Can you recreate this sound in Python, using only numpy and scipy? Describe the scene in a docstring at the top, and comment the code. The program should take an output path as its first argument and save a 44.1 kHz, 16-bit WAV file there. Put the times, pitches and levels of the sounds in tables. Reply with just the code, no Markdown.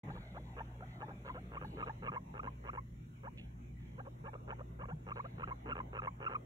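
"""A guinea pig makes quick "chut" calls, mostly in pairs, close to a small two-port microphone.
Each chut starts as a low, fluttering creak of the vocal folds, then breaks into a short, clean note
that arches in pitch. The throat and snout colour both parts.
Its fleece blanket gives a few soft bumps and rustles. Behind it all is a quiet room,
with mains hum, a low rumble and faint hiss."""
import sys
import numpy as np
from scipy import signal
from scipy.fft import rfft, irfft
from scipy.io import wavfile
from scipy.ndimage import uniform_filter1d

SR = 44100
rng = np.random.default_rng(int(sys.argv[2]) if len(sys.argv) > 2 else 0)


def file_out(sig):
    """Save sig as 16-bit WAV at sys.argv[1]."""
    # one column per channel
    cols = np.atleast_2d(sig).T
    # limit, then scale
    lim = np.clip(cols, -1, 1)
    pcm = np.round(lim * 32767).astype(np.int16)
    wavfile.write(sys.argv[1], SR, pcm)


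N = 284445

# The calls. Each row: start in seconds, creak level in dB, flutter depth (0 none, 1 full), bursts per
# second, note start and length in seconds, the note's start, middle and end pitch in Hz, note level in dB.
CHUT_CALLS = [(0.073, -53.5, 0.73, 110, .1, 0.027, 700, 832, 890, -50),
              (0.151, -53, 0.7, 95, .174, 0.012, 760, 940, 840, -52.5),
              (0.344, -53.5, 0.31, 61, .363, 0.026, 497, 768, 960, -48),
              (0.565, -47, 0.65, 135, .603, .019, 560, 910, 850, -42),
              (0.806, -52, 1, 60, .822, 0.028, 610, 756, 750, -50.5),
              (1.003, -46.5, 1, 130, 1.025, 0.027, 830, 873, 855, -44),
              (1.081, -50, 0.56, 95, 1.104, 0.022, 580, 810.5, 720, -50.5),
              (1.247, -49, 0.75, 133, 1.294, 0.024, 900, 1035, 945, -42.5),
              (1.343, -48, 0.5, 130, 1.372, 0.028, 566, 730, 760, -50.5),
              (1.517, -49.5, 0.84, 110, 1.569, 0.016, 974.5, 1177, 1140, -41.5),
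              (1.612, -47.5, 1.05, 101, 1.645, .016, 749.6, 872, 835, -46.5),
              (1.771, -46, 1.18, 123, 1.8245, 0.02, 1024, 1272, 1019, -38.5),
              (1.862, -45, .75, 144, 1.895, .02, 770, 898, 826, -42),
              (2.023, -45, 1.04, 122, 2.079, 0.024, 950, 1225, 907, -38.5),
              (2.118, -45, 0.96, 120, 2.159, 0.027, 786, 1072, 939, -39.5),
              (2.339, -50, 0.92, 104, 2.392, 0.015, 1040, 1270, 1227, -40.5),
              (2.431, -48, .95, 102, 2.4715, .022, 840, 1062, 975, -41.5),
              (2.639, -49.5, 0.88, 114, 2.6895, 0.014, 1019, 1222, 1371, -39.5),
              (2.731, -49, 0.97, 113, 2.7725, 0.026, 800, 1076, 1000, -41.5),
              (3.233, -50.5, 0.42, 134, 3.268, .023, 637, 920, 1008, -46.5),
              (3.978, -50, 0.03, 130, 4.002, .015, 690, 822, 824, -47.5),
              (4.049, -57, 0.16, 138, 4.067, 0.021, 393, 560, 536, -49.5),
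              (4.238, -48.5, 0.29, 140, 4.2795, .02, 755, 896, 774, -47.5),
              (4.331, -49, 0.75, 135, 4.351, .014, 503.3, 624, 620, -47),
              (4.476, -46, 0.78, 143, 4.521, 0.017, 580, 903, 790, -44.5),
              (4.585, -52.5, 0.62, 120, 4.604, .017, 419.4, 589, 700, -47.5),
              (4.789, -48.5, 0.37, 140, 4.83, 0.01966, 656, 1051, 1161, -46.5),
              (4.883, -48, .55, 166, 4.9065, 0.029, 705, 805, 1040, -49.5),
              (5.066, -48.5, 0.83, 102, 5.116, .013, 1033, 1206, 1349, -39),
              (5.157, -46, 0.78, 125, 5.19, 0.022, 670, 1038, 1108, -40.5),
              (5.242, -47.5, 0.04, 118, 5.254, 0.017, 525, 677, 614, -47.5),
              (5.382, -48.5, 1, 81.6, 5.4295, 0.017, 923, 1247, 1437, -38.5),
              (5.474, -47, 0.96, 130, 5.5075, 0.027, 793, 1071, 950, -41),
              (5.658, -44.5, 0.78, 135, 5.717, 0.019, 1229, 1403, 1060, -37),
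              (5.753, -45, 0.96, 86, 5.801, .016, 990, 1043, 980, -39.5),
              (5.93, -45.5, 0.88, 111, 5.987, 0.018, 1160, 1290, 845, -38.5),
              (6.019, -45.5, 0.87, 105, 6.0714, 0.021, 930, 1096, 940, -37),
              (6.202, -46.5, 0.84, 127, 6.2625, 0.027, 1186, 1362, 770, -35.5),
              (6.2948, -44.5, 0.83, 133, 6.3455, 0.025, 924, 1255, 840, -36.5)]
# Lone clucks of the vocal folds. Each row: start in seconds, level in dB.
LONE_CLUCKS = [(.101, -46), (.366, -45.5), (4.854, -42)]
# How the throat and snout colour the voice. Each row: frequency in Hz, boost in dB.
THROAT_COLOUR = [(120, -35), (260, -10.5), (490, 3), (680, -0.5), (1050, 3), (1300, 6), (1550, 2),
                 (1750, -8.5), (1930, -19), (2200, -8.5), (2450, -9), (2720, -8.5), (3100, -17),
                 (3550, -34.5), (4300, -38.5), (7000, -62)]
# Bumps and rustles of the blanket. Each row: start in seconds, level in dB, centre frequency in Hz,
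# width in octaves, seconds to rise, seconds to fade by 60 dB.
BLANKET_MOVES = [(0.099, -69.5, 3580, 0.22, 0.0065, 2), (0.307, -43, 170, 0.11, 0.019, 0.12),
                 (1.247, -68, 3430, 0.24, 0.014, 0.67), (1.622, -71, 3800, 0.2, 0.039, 1.3),
                 (0.68, -88, 11400, 0.14, 0.055, 0.99), (1.33, -83, 7820, 0.15, 0.036, 0.53),
                 (1.58, -78, 11620, 0.08, 0.08, 0.46), (0.43, -77, 3480, 0.23, 0.04, 0.8),
                 (0.86, -72.5, 3500, 0.27, 0.05, 1.1), (3.37, -56.5, 2650, 0.34, 0.013, 0.26),
                 (3.372, -73, 5000, 0.57, 0.004, 0.08), (3.78, -71.5, 1910, 0.65, 0.018, 1.7),
                 (4.918, -42.5, 157, 0.11, 0.017, 0.16), (5.101, -75, 3838, 0.16, 0.028, 1.88),
                 (5.645, -50, 190, 0.72, 0.014, 0.84)]
# Timing of a near sound at the two ports. Each row: frequency in Hz, left's lead in radians.
LEFT_LEAD = [(300, 0), (430, -.3), (630, -2), (800, -1.4), (1350, -1.9), (1540, -2.9), (1650, -5.1),
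             (1800, -6.4), (1950, -8.2), (2400, -9.1), (2750, -10), (3400, -10.2)]
# Balance of a near sound at the two ports. Each row: frequency in Hz, left minus right in dB.
LEFT_BOOST = [(180, 0), (280, 2.5), (600, -1), (700, 2.5), (850, -.6), (1400, .3), (1600, -5), (1780, 0),
              (2170, -6), (2350, -3), (2700, -6.5), (3150, 0)]
# Overtones of the mains hum. Each row: frequency in Hz, level in dB.
HUM_OVERTONES = [(119.95, -53.5), (239.9, -67.5), (359.8, -74.5)]
# Overall shape of the rumble and hiss. Each row: frequency in Hz, relative level in dB.
NOISE_COLOUR = [(20, -65), (32, -50), (45, -4.5), (75, -9), (125, -2), (200, -3), (300, -7), (470, -13.5),
                (640, -14.5), (850, -15), (1500, -24.5), (3000, -33), (4000, -38), (4800, -53.5),
                (5700, -36.5), (7400, -36.5), (9000, -52.5), (11000, -39), (13000, -48.5), (15700, -41.5)]
# Hollow resonances of the room. 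Each row: frequency in Hz, width in Hz, boost in dB.
ROOM_RESONANCES = [(43.8, 15, 14), (93.5, 20, 5.5), (149.4, 22.6, 7), (181.6, 8.9, 7), (2017, 190, 5),
                   (2293, 130, 6)]
# How alike the noise is at the two ports. Each row: frequency in Hz, likeness (-1 opposite, 1 the same).
NOISE_LIKENESS = [(100, .99), (180, .85), (270, .65), (450, .1), (700, -.7), (1250, -.7), (1900, -.25),
                  (3300, -.25), (6000, 0), (9000, .1), (15000, .08)]
# Slow drift of the noise. Each row: time in seconds, middle band and upper band in dB.
# Only a share of each band's swing around its usual level is used.
NOISE_DRIFT = [(0.06, -50, -68), (0.5, -64, -74.5), (0.92, -58, -72), (1.2, -61, -72.5), (1.45, -56, -72),
               (1.72, -47, -67.5), (2.05, -60, -76), (2.3, -65, -77.5), (2.6, -68, -74.5),
               (2.87, -101, -82), (3.3, -77, -78.5), (3.7, -85.5, -81), (4.17, -71, -80),
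               (4.52, -61.5, -81), (4.86, -72.5, -82), (5.32, -57.5, -73), (5.66, -70, -75),
               (5.88, -59, -77.5), (6.21, -61, -79.5), (6.3, -56, -67), (6.44, -70, -79)]
# The treble hiss sinks a little. Each row: time in seconds, relative level in dB.
TREBLE_SINK = [(0, -2.5), (1.8, -3.5), (3.6, -4.5), (6.45, -5)]
# The moving edge below which the sound is mono. Each row: time in seconds, frequency in Hz.
MONO_BELOW = [(0, 910), (1.3, 850), (1.95, 500), (2.4, 252), (3.6, 154.8), (4.7, 155), (5.3, 281.5),
              (6.45, 308)]


def guinea_pig(pause_s=.0035, pair_gap_s=.04, cluck_hz=560, cluck_s=.0013):
    """Each chut is a creak and then a note through the same throat; a cluck is one lone burst."""
    voice, last_end = np.zeros(N), 0
    for s, creak_db, depth, rate, note_s, length, start_hz, middle_hz, end_hz, note_db in CHUT_CALLS:
        throat = open_throat(note_db, usual_db=-52, opening=.86)
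        # The folds pause as they switch from creak to note, longer after a deep flutter.
        creak_length = max(note_s - s - pause_s * depth, .004)
        # The second chut of a pair starts with the breath already pushing, so it swells less.
        second_of_pair = s - last_end < pair_gap_s
        swell_db = 5.5 - 5 * depth * second_of_pair
        add(voice, s, gain_of(creak_db) * creak(creak_length, rate, depth, throat, swell_db))
        add(voice, note_s, gain_of(note_db) * note(length, start_hz, middle_hz, end_hz, throat))
        add(voice, note_s, breath(length, note_db))
        last_end = note_s + length
    for s, level_db in LONE_CLUCKS:
        cluck = burst(cluck_hz, open_throat(level_db, usual_db=-44))
        add(voice, s, gain_of(level_db) * np.sqrt(cluck_s * SR) * cluck)
    return voice


def creak(length, rate, depth, throat, swell_db, from_hz=440, to_hz=660, jitter=.08, uneven_db=1.1):
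    """A low, rising buzz that a slower flutter breaks into bursts; it brightens as it swells."""
    size, depth = int(length * SR), np.clip(depth, 0, 1)
    progress = np.linspace(0, 1, size)
    # Deeper flutter makes the buzz lower, rougher and breathier.
    hz = from_hz * (to_hz / from_hz) ** progress * np.exp(-.1286 * depth)
    wobble = np.exp((.04 + .183 * depth) * wavering(size, smooth=50))
    air = .29 * depth * wavering(size, smooth=5)
    swell = gain_of(swell_db * progress)
    bright_db = 1.06 * swell_db * (progress - .5)
    buzz = unit_level(vocal_folds(hz * wobble, slope_db=bright_db - 4))
    steady = signal.fftconvolve(signal.windows.tukey(size, .3) * swell * (buzz + air), throat)
    bursts = np.zeros(len(steady))
    for start, (late, loud) in zip(np.arange(0, length - .003, 1 / rate), rng.standard_normal((16, 2))):
        at = int(start * SR)
        flap = swell[at] * gain_of(uneven_db * loud) * burst(hz[at], throat, bright_db[at])
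        add(bursts, start + jitter * late * min(start, 1 / rate), flap)
    sound = (1 - depth) * unit_level(steady) + depth * unit_level(bursts)
    return sound * np.sqrt(size / np.sum(sound ** 2))


def burst(hz, throat, bright_db=0, length=.0059, rough=.19, airflow=.25):
    """One flap of the slack folds: a few uneven pulses and a puff of air."""
    size = int(length * SR)
    wobble = np.exp(rough * wavering(size, smooth=50))
    buzz = unit_level(vocal_folds(hz * wobble, slope_db=bright_db - 2))
    air = .3 * gain_of(bright_db) * wavering(size, smooth=5)
    swell = np.sqrt(abs(np.sin(np.pi * np.linspace(0, 1, size) ** .56)))
    sound = signal.fftconvolve(swell * (buzz + airflow + air), throat)
    return sound / np.linalg.norm(sound)


def note(length, start_hz, middle_hz, end_hz, throat, tremble=.02, air=.097, pop_s=.0019):
    """The voice cracks with a tiny pop, then arches in pitch and dulls as the push of breath runs out."""
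    size = int(length * SR)
    progress = np.linspace(0, 1, size)
    arch = np.polyval(np.polyfit([0, .5, 1], [start_hz, middle_hz, end_hz], 2), progress)
    crack = .084 * np.exp(-progress / .13) * 900 / middle_hz
    hz = arch * (1 + (tremble + crack) * wavering(size, smooth=50))
    # A note that starts near its pitch peaks early and fades; one that scoops up swells late and holds.
    scoop = max(.81 - start_hz / middle_hz, 0)
    skew, fade_db = .59 + 2.3 * scoop, min(-2.5 + 26 * scoop, 0)
    shimmer = 1 + .15 * wavering(size, smooth=110)
    swell = abs(np.sin(np.pi * progress ** skew)) ** .55 * gain_of(fade_db * progress) * shimmer
    pop = .6 * np.exp(-progress * length / pop_s)
    puff = (air * swell + pop) * wavering(size, smooth=12) * 1000 / middle_hz
    tone = vocal_folds(hz, slope_db=-2.5 - 7 * progress, count=2)
    sound = signal.fftconvolve(swell * tone + puff, throat)
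    return sound * np.sqrt(size / np.sum(sound ** 2))


def vocal_folds(hz, slope_db, count=6):
    """The folds pulse at the given pitch; their overtones change by slope_db with each octave."""
    turns = np.cumsum(hz) / SR
    return sum(gain_of(slope_db * np.log2(k)) * np.cos(2 * np.pi * k * turns)
               for k in range(1, count + 1))


def open_throat(level_db, usual_db, opening=1.0, size=2048):
    """The throat as a filter: the harder the call, the wider the mouth and the more treble gets out."""
    hz, colour_db = np.transpose(THROAT_COLOUR)
    treble_db = opening * (level_db - usual_db) * curve_at([(1150, .27), (2700, .81)], hz)
    colour = np.transpose([hz, colour_db + treble_db])
    log_gain = np.log(gain_of(curve_at(colour, abs(np.fft.fftfreq(size, 1 / SR)))))
    # Turn the colour into a short ring that starts at once (a minimum-phase filter).
    return np.fft.ifft(np.exp(np.conj(signal.hilbert(log_gain)))).real[:size // 2]


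def breath(length, note_db, air_db=-81, hard_note_db=-36):
    """A thin hiss of air rides on each note, strongest on the hardest ones."""
    size = int(length * SR)
    hiss = unit_level(low_cut(rng.standard_normal(SR // 8), hz=3600, order=2))[:size]
    swell = unit_level(signal.windows.hann(size))
    return gain_of(air_db + 1.2 * (note_db - hard_note_db)) * swell * hiss


def blanket(scratch_db=3, scratchy_above_hz=1000):
    """Fleece shifts under the paws: dull bumps, and scratchy rustles where fibres catch and slip."""
    out, t, hz = np.zeros(N), np.arange(SR) / SR, np.fft.rfftfreq(SR, 1 / SR)
    for s, level_db, centre_hz, octaves, rise_s, fade_s in BLANKET_MOVES:
        band = np.exp(-.5 * (np.log2((hz + 1) / centre_hz) / octaves) ** 2)
        fibres, catches = rng.standard_normal((2, len(t)))
        if centre_hz > scratchy_above_hz:
            fibres *= gain_of(scratch_db * unit_level(uniform_filter1d(catches, size=90)))
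        rustle = unit_level(irfft(rfft(fibres) * band))
        fade_db = -60 * np.maximum(t - rise_s, 0) / fade_s
        add(out, s, rustle * np.minimum(t / rise_s, 1) * gain_of(level_db + fade_db))
    return out


def room_echo(x, near_db=-21, near_fade_s=.06, tail_db=-27, tail_fade_s=.25):
    """Sound bounces weakly off things nearby, then dies away in the furnished room."""
    t = np.arange(SR // 2) / SR
    near, tail = rng.standard_normal((2, 2, len(t))) * (t > .002)
    near = gain_of(near_db) * unit_level(near * gain_of(-60 * t / near_fade_s))
    tail = gain_of(tail_db) * unit_level(tail * gain_of(-60 * t / tail_fade_s))
    return signal.fftconvolve(x[None], (near + tail) / np.sqrt(len(t)), axes=1)[:, :N]


def hum(mains_hz=60, mains_db=-56.5, motor_hz=59.04, motor_db=-61, in_step_s=1.58):
    """Mains hum; a motor turning just under mains speed makes it throb about once a second."""
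    t = np.arange(N) / SR
    mains = gain_of(mains_db) * np.cos(2 * np.pi * mains_hz * (t - in_step_s))
    motor = gain_of(motor_db) * np.cos(2 * np.pi * motor_hz * (t - in_step_s))
    overtones = sum(gain_of(db) * np.sin(2 * np.pi * (hz * t + rng.random())) for hz, db in HUM_OVERTONES)
    sway = np.interp(t, np.linspace(0, t[-1], 30), rng.standard_normal(30))
    return np.sqrt(2) * (mains + motor + overtones * (1 + .15 * sway))


def room_noise(level_db=-52, patchy_db=3.5):
    """Low rumble and faint, patchy hiss, coloured by the room's resonances."""
    t = np.arange(N // 1024 + 5) * 1024 / SR
    hz = np.fft.rfftfreq(4096, 1 / SR)
    left_re, left_im, other_re, other_im, patches = rng.standard_normal((5, len(t), len(hz)))
    left, other = left_re + 1j * left_im, other_re + 1j * other_im
    likeness = curve_at(NOISE_LIKENESS, hz)
    right = likeness * left + np.sqrt(1 - likeness ** 2) * other
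    peaks_db = sum(db / (1 + (2 * (hz - centre) / width) ** 2) for centre, width, db in ROOM_RESONANCES)
    colour_db = curve_at(NOISE_COLOUR, hz) + peaks_db
    patches = unit_level(uniform_filter1d(uniform_filter1d(patches, size=4, axis=0), size=30, axis=1))
    # The top hiss is smoother than the rustling band below it.
    flicker_db = patchy_db * patches * curve_at([(300, .66), (900, 1.16), (3000, 1.26), (6000, .68)], hz)
    spectra = np.array([left, right]) * gain_of(colour_db + noise_drift_db(t, hz) + flicker_db)
    _, noise = signal.istft(spectra.swapaxes(1, 2), nperseg=4096, noverlap=3072)
    return gain_of(level_db) * unit_level(noise[:, :N])


def noise_drift_db(t, hz, middle_share=.42, upper_share=.94):
    """The middle and upper bands of the noise slowly rise and fall, and the treble sinks a little."""
    times, *bands = np.transpose(NOISE_DRIFT)
    middle, upper = [np.interp(t, times, db - np.median(db)) for db in bands]
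    treble = np.interp(t, *np.transpose(TREBLE_SINK))
    middle_band = middle_share * curve_at([(200, 0), (450, .52), (1000, .68), (2000, .0014)], hz)
    upper_band = upper_share * curve_at([(1000, .12), (2000, .85), (3000, .77), (5500, .025)], hz)
    treble_band = curve_at([(3000, .011), (5500, .98)], hz)
    return np.outer(middle, middle_band) + np.outer(upper, upper_band) + np.outer(treble, treble_band)


def microphone_ports(x):
    """A near sound reaches the microphone's two openings with different timing and level."""
    hz = np.fft.rfftfreq(2 * N, 1 / SR)
    left = gain_of(curve_at(LEFT_BOOST, hz) / 2) * np.exp(.5j * curve_at(LEFT_LEAD, hz))
    return irfft(rfft(x, 2 * N) * np.array([left, 1 / left]))[:, :N]


def mono_bass(x):
    """Below a slowly moving edge, both channels carry the left port alone."""
    hz, t, (left, right) = signal.stft(x, SR, nperseg=1024)
    edge_hz = np.interp(t, *np.transpose(MONO_BELOW))
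    share = 1 / (1 + (hz[:, None] / edge_hz) ** 8)
    return signal.istft(np.array([left, right + share * (left - right)]), SR, nperseg=1024)[1][:, :N]


def gain_of(db):
    """Turns decibels into a multiplier."""
    return 10 ** (np.asarray(db) / 20)


def unit_level(x):
    """Scales a signal to an average (rms) level of 1."""
    return x / np.sqrt(np.mean(x ** 2) + 1e-20)


def curve_at(points, hz):
    """Reads between (Hz, value) points, with octaves evenly spaced."""
    point_hz, value = np.transpose(points)
    return np.interp(np.log(hz + 1), np.log(point_hz + 1), value)


def wavering(size, smooth):
    """A random wiggle; a larger smooth makes it slower."""
    return unit_level(uniform_filter1d(rng.standard_normal(SR // 8), size=smooth))[:size]


def low_cut(x, hz, order=4):
    """Removes the bass below hz."""
    return signal.sosfilt(signal.butter(order, hz, "highpass", fs=SR, output="sos"), x)


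def add(mix, s, sound):
    """Mixes a sound in, starting at s seconds."""
    part = mix[max(round(s * SR), 0):][:len(sound)]
    part += sound[:len(part)]


def scene():
    """The guinea pig on its blanket, in the humming room."""
    voice = guinea_pig()
    return microphone_ports(voice + blanket()) + room_echo(low_cut(voice, hz=310)) + hum() + room_noise()


def record(dry):
    """The microphone opens after a moment, makes the bass mono and cuts the very lows and highs."""
    opened = np.clip((np.arange(N) / SR - .033) / .004, 0, 1)
    heard = low_cut(mono_bass(dry) * opened, hz=36.5, order=6)
    high_cut = signal.firwin(511, cutoff=15750, window=("kaiser", 9), fs=SR)
    return signal.oaconvolve(heard, high_cut[None], "same")


dry = scene()
out = record(dry)
file_out(out)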